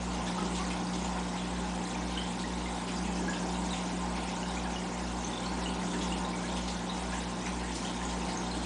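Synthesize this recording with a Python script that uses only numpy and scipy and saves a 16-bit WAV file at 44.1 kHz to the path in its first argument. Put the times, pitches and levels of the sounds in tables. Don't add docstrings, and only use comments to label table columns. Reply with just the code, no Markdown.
import sys
import numpy as np
from scipy import signal
from scipy.fft import rfft, irfft
from scipy.io import wavfile

SR = 44100
rng = np.random.default_rng(int(sys.argv[2]) if len(sys.argv) > 2 else 0)


def inscribe(sig):
    pcm = np.round(np.clip(np.atleast_2d(sig).T, -1, 1) * 32767)
    wavfile.write(sys.argv[1], SR, pcm.astype(np.int16))


N = 381465
TIME = np.arange(N) / SR


def from_db(db):
    return 10 ** (np.asarray(db) / 20)


def rms_one(x):
    return x / np.sqrt(np.mean(x ** 2) + 1e-20)


def at_hz(points, hz):
    known_hz, db = np.transpose(points)
    return np.interp(np.log(hz + 1e-9), np.log(known_hz), db)


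def drift(rate):
    knots = rng.standard_normal(int(rate * N / SR) + 2)
    return np.interp(TIME * rate, np.arange(len(knots)), knots)


def shaped_noise(curve, length=2 ** 19):
    gains = from_db(at_hz(curve, np.fft.rfftfreq(length, 1 / SR)))
    return rms_one(irfft(rfft(rng.standard_normal(length)) * gains)[:N])


def ring_at(x, hz, width_hz):
    r = np.exp(-np.pi * width_hz / SR)
    feedback = [1, -2 * r * np.cos(2 * np.pi * hz / SR), r * r]
    return signal.lfilter(np.array([1, 0, -1]) * (1 - r * r) / 2, feedback, x + 1e-18)


def mix_in(out, start_s, sound):
    start = int(np.clip(start_s * SR, 0, N - 1))
    out[start:start + len(sound)] += sound[:N - start]


def in_room(x, ring_s, echo_db=0.0, first_echo_s=0.0028):
    t = TIME[:SR // 4]
    tail = rng.standard_normal(len(t)) * from_db(-60 * t / ring_s) * (t > first_echo_s)
    response = (t == 0) + from_db(echo_db) * tail / np.linalg.norm(tail)
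    return signal.oaconvolve(x, response / np.linalg.norm(response))


def surging(rest_db, lift_db, settle_s, rise_s=0.49):
    # crest_s, strength (1 is a full surge)
    surges = [(0.55, 0.81), (3.2, 1.1), (5.8, 1.2), (8.28, 0.75)]
    swell = sum(strength * np.interp(TIME, [crest_s - rise_s, crest_s, crest_s + settle_s], [0, 1, 0])
                for crest_s, strength in surges)
    return rest_db + lift_db * swell


def water_hiss(level_db=-51.5):
    # pitch_hz, relative_db
    hiss_curve = [(300, -11), (1200, -1), (2000, 9), (3600, 6.5), (5000, 5.5), (7200, -6), (9000, -2),
                  (10300, -21.5)]
    return from_db(level_db) * shaped_noise(hiss_curve)


def machine_hum(mains_hz=59.995, motor_hz=58.0, cancel_s=.36, waver_db=0.7, smear_turns=.21):
    # multiple of mains_hz, level_db
    pump_notes = [(1, -50), (2, -51.5), (4, -46.5), (5, -51), (6, -57.5), (7, -63.5), (8, -57.5),
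                  (9, -64.5), (10, -62.5), (13, -55.5), (15, -65), (16, -72)]
    # multiple of motor_hz, level_db
    motor_notes = [(1, -44.5), (3, -79), (4, -56), (5, -67.5)]

    def sine(hz, shift_turns=0):
        return np.sqrt(2) * np.sin(2 * np.pi * (hz * (TIME - cancel_s) + shift_turns))

    def pump_tone(k):
        return sine(k * mains_hz, smear_turns * (k - 1) ** 2)

    pump = sum(from_db(db + waver_db * drift(5)) * pump_tone(k) for k, db in pump_notes)
    motor = sum(from_db(db) * sine(k * motor_hz) for k, db in motor_notes)
    boom_db = surging(rest_db=-40.2, lift_db=4.14, settle_s=2.16) - 0.43 * TIME
    return pump + from_db(boom_db) * pump_tone(3) - motor


def pounded(notes, uneven_db):
    force = from_db(uneven_db * drift(30))
    out = np.zeros(N)
    for hz, width_hz, db in notes:
        ringing = ring_at(force * rng.standard_normal(N), hz, width_hz)
        out += from_db(db) * rms_one(ring_at(ringing, hz, 4 * width_hz))
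    return out


def tank_gurgle():
    # pitch_hz, width_hz, relative_db
    tank_notes = [(188.2, 15.5, -3), (206.7, 13, -1.5), (269, 25, -3), (317.6, 40, -1), (342, 30, -6),
                  (386.3, 15.6, -4)]
    level_db = surging(rest_db=-50, lift_db=4.5, settle_s=0.98)
    return from_db(level_db) * pounded(tank_notes, uneven_db=1.7)


def surface_churn(gain_db=-2.5):
    # time_s, relative_db
    strength_curve = [(0, -41.5), (0.3, -40), (2.2, -42.5), (3.4, -41), (4.3, -41.5), (4.63, -40.5),
                      (5.0, -42), (5.6, -40.2), (6.1, -40.5), (7.2, -42), (8.0, -42), (8.24, -39.6),
                      (8.65, -42.8)]
    # pitch_hz, width_hz, relative_db
    hood_notes = [(523, 66, -10.5), (644, 35, -12), (743.3, 26, -8.5), (790, 31, -10), (836.7, 14.3, -8),
                  (908.4, 62, -4), (960, 28, -18), (1038, 28, -7), (1077, 30, -21.5), (1250, 21, -21.5),
                  (1430, 44, -13.5)]
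    # pitch_hz, relative_db
    wash_curve = [(20, -17), (60, -4.5), (100, -8.5), (145, -2), (300, -3.5), (460, -1), (850, 0.5),
                  (1150, -3.5), (1600, -11), (2500, -15), (5000, -27.5)]
    level_db = np.interp(TIME, *np.transpose(strength_curve)) + gain_db
    return from_db(level_db) * (pounded(hood_notes, uneven_db=1.47) + shaped_noise(wash_curve))


def bubble_note(elapsed_cycles, ring_cycles, rise, swell_cycles):
    age = elapsed_cycles / ring_cycles
    loudness = (1 - np.exp(-elapsed_cycles / swell_cycles)) * from_db(-60 * age)
    return loudness * np.sin(2 * np.pi * elapsed_cycles * (1 + rise * (age - .5)))


def swarm(curve, per_s, spread_db, ring_cycles, clump_db, scatter=0.0978):
    clumping = from_db(clump_db * np.minimum(drift(55), 1.8))
    starts = np.flatnonzero(rng.random(N) < per_s / SR * clumping)
    faintness = rng.random(len(starts))
    jitter = scatter * rng.standard_normal(len(starts))
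    low_hz, high_hz = curve[0][0], curve[-1][0]
    hz = low_hz * (high_hz / low_hz) ** ((drift(16)[starts] + jitter) % 1)
    gain = from_db(at_hz(curve, hz) - spread_db * np.log(faintness + 0.036)) * np.sqrt(hz)
    samples = np.arange(int(ring_cycles / low_hz * SR))
    notes = bubble_note(hz[:, None] * samples / SR, ring_cycles, rise=0.09, swell_cycles=5.0)
    return np.bincount((starts[:, None] + samples).ravel(), (gain[:, None] * notes).ravel(), N)[:N]


def fine_spray(sputter, sputter_db=0.9, per_s=1000, spots=6):
    # pitch_hz, relative_db
    spray_curve = [(4800, -0.5), (6400, 0.5), (7600, 1.5), (9000, -2.5), (10200, -6.5)]
    swarms = [swarm(spray_curve, per_s / spots, spread_db=1.0, ring_cycles=36, clump_db=5.5)
              for _ in range(spots)]
    level_db = surging(rest_db=-49.5, lift_db=0.97, settle_s=0.84) + sputter_db * sputter
    return from_db(level_db) * rms_one(sum(in_room(spot, ring_s=0.054)[:N] for spot in swarms))


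def steady_trickle(sputter, rest_db=-48, sputter_db=1.0, per_s=700, spots=7):
    # pitch_hz, relative_db
    trickle_curve = [(1100, -7), (1500, -0.5), (2300, 0), (3000, 0), (3800, 3), (4700, -2.5)]
    swarms = [swarm(trickle_curve, per_s / spots, spread_db=3.0, ring_cycles=35.4, clump_db=6.5)
              for _ in range(spots)]
    level_db = rest_db + sputter_db * sputter
    return from_db(level_db) * rms_one(sum(in_room(spot, ring_s=0.27)[:N] for spot in swarms))


def splashes(swell_s=0.0032, fade_s=0.024, drops_per_s=2000, gain_db=-6.7):
    # start_s, relative_db, pitch_hz
    splash_list = [(0.1211, -37, 3660), (0.2648, -31.5, 3550), (0.5497, -29.5, 3740), (0.579, -31, 2150),
                   (0.7, -29, 2380), (0.929, -32, 3950), (1.041, -31, 2900), (1.359, -34.5, 3090),
                   (2.3894, -31, 3870), (2.8761, -28.5, 2700), (3.3294, -29, 2880), (3.727, -29.5, 2400),
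                   (5.931, -31, 1750), (6.011, -32, 3300), (6.562, -27.5, 2900), (6.6752, -27.5, 4100),
                   (7.119, -31, 2160), (7.456, -30, 2060), (7.749, -30, 5500), (7.8196, -31.5, 6370),
                   (8.0894, -33.5, 3990), (8.2845, -30.5, 4140)]
    out, t = np.zeros(N), TIME[:SR // 5]
    loudness = (1 - np.exp(-t / swell_s)) * np.exp(-t / fade_s)
    for start_s, db, hz in splash_list:
        drops = rng.choice([-1, 1], len(t)) * (rng.random(len(t)) < drops_per_s / SR)
        spatter = loudness * rms_one(ring_at(drops, hz, width_hz=0.37 * hz))
        mix_in(out, start_s, from_db(db + gain_db) * in_room(spatter, ring_s=0.24))
    return out


def lesser_plinks(per_s=3.6, middle_hz=3600, spread_octaves=1.2, middle_db=-36.5, spread_db=2.2):
    count = int(per_s * N / SR) + 1
    start_s = (np.arange(count) + rng.random(count)) / per_s
    hz = middle_hz * 2 ** (spread_octaves * rng.uniform(-1, 1, count))
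    db = middle_db + spread_db * rng.uniform(-1, 1, count)
    return np.transpose([start_s, hz, db])[start_s < N / SR]


def plinks(ring_cycles=68, gain_db=12.0):
    # start_s, pitch_hz, relative_db
    loud_plinks = [(0.266, 3620, -33), (0.38, 1310, -31), (0.594, 1170, -32), (0.869, 4830, -33),
                   (1.046, 7200, -31), (2.162, 1590, -36), (2.174, 3130, -25), (2.216, 3220, -33),
                   (2.437, 1935, -33), (2.972, 4930, -32), (3.279, 1662, -27.5), (3.296, 7200, -29),
                   (3.707, 4000, -30.5), (3.732, 3700, -31), (4.429, 2970, -33), (4.57, 2430, -31),
                   (4.759, 2980, -32.5), (5.246, 6420, -25.5), (5.333, 3600, -32.5), (5.375, 3600, -30.5),
                   (5.462, 4400, -30.5), (5.658, 2950, -28.5), (6.011, 3400, -33), (6.121, 2890, -29),
                   (6.248, 3860, -31), (6.896, 3920, -27), (7.457, 2070, -34), (7.463, 6100, -30),
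                   (7.849, 3170, -31), (8.052, 6900, -30), (8.373, 6570, -27), (8.513, 4250, -29.5)]
    out = np.zeros(N)
    for start_s, hz, db in [*loud_plinks, *lesser_plinks()]:
        t = TIME[:int(ring_cycles / hz * SR)]
        note = bubble_note(hz * t, ring_cycles, rise=.13, swell_cycles=12.2)
        mix_in(out, start_s, from_db(db + gain_db) * in_room(note, ring_s=0.37, echo_db=-0.5))
    return out


def scene():
    sputter = drift(11.0)
    background = water_hiss() + machine_hum() + tank_gurgle() + surface_churn()
    return (background + fine_spray(sputter) + steady_trickle(sputter) + splashes() + plinks())[None, :]


def record(dry):
    cutoff_hz = 10050
    return signal.sosfilt(signal.ellip(12, .1, 80, cutoff_hz, fs=SR, output="sos"), dry)


dry = scene()
out = record(dry)
inscribe(out)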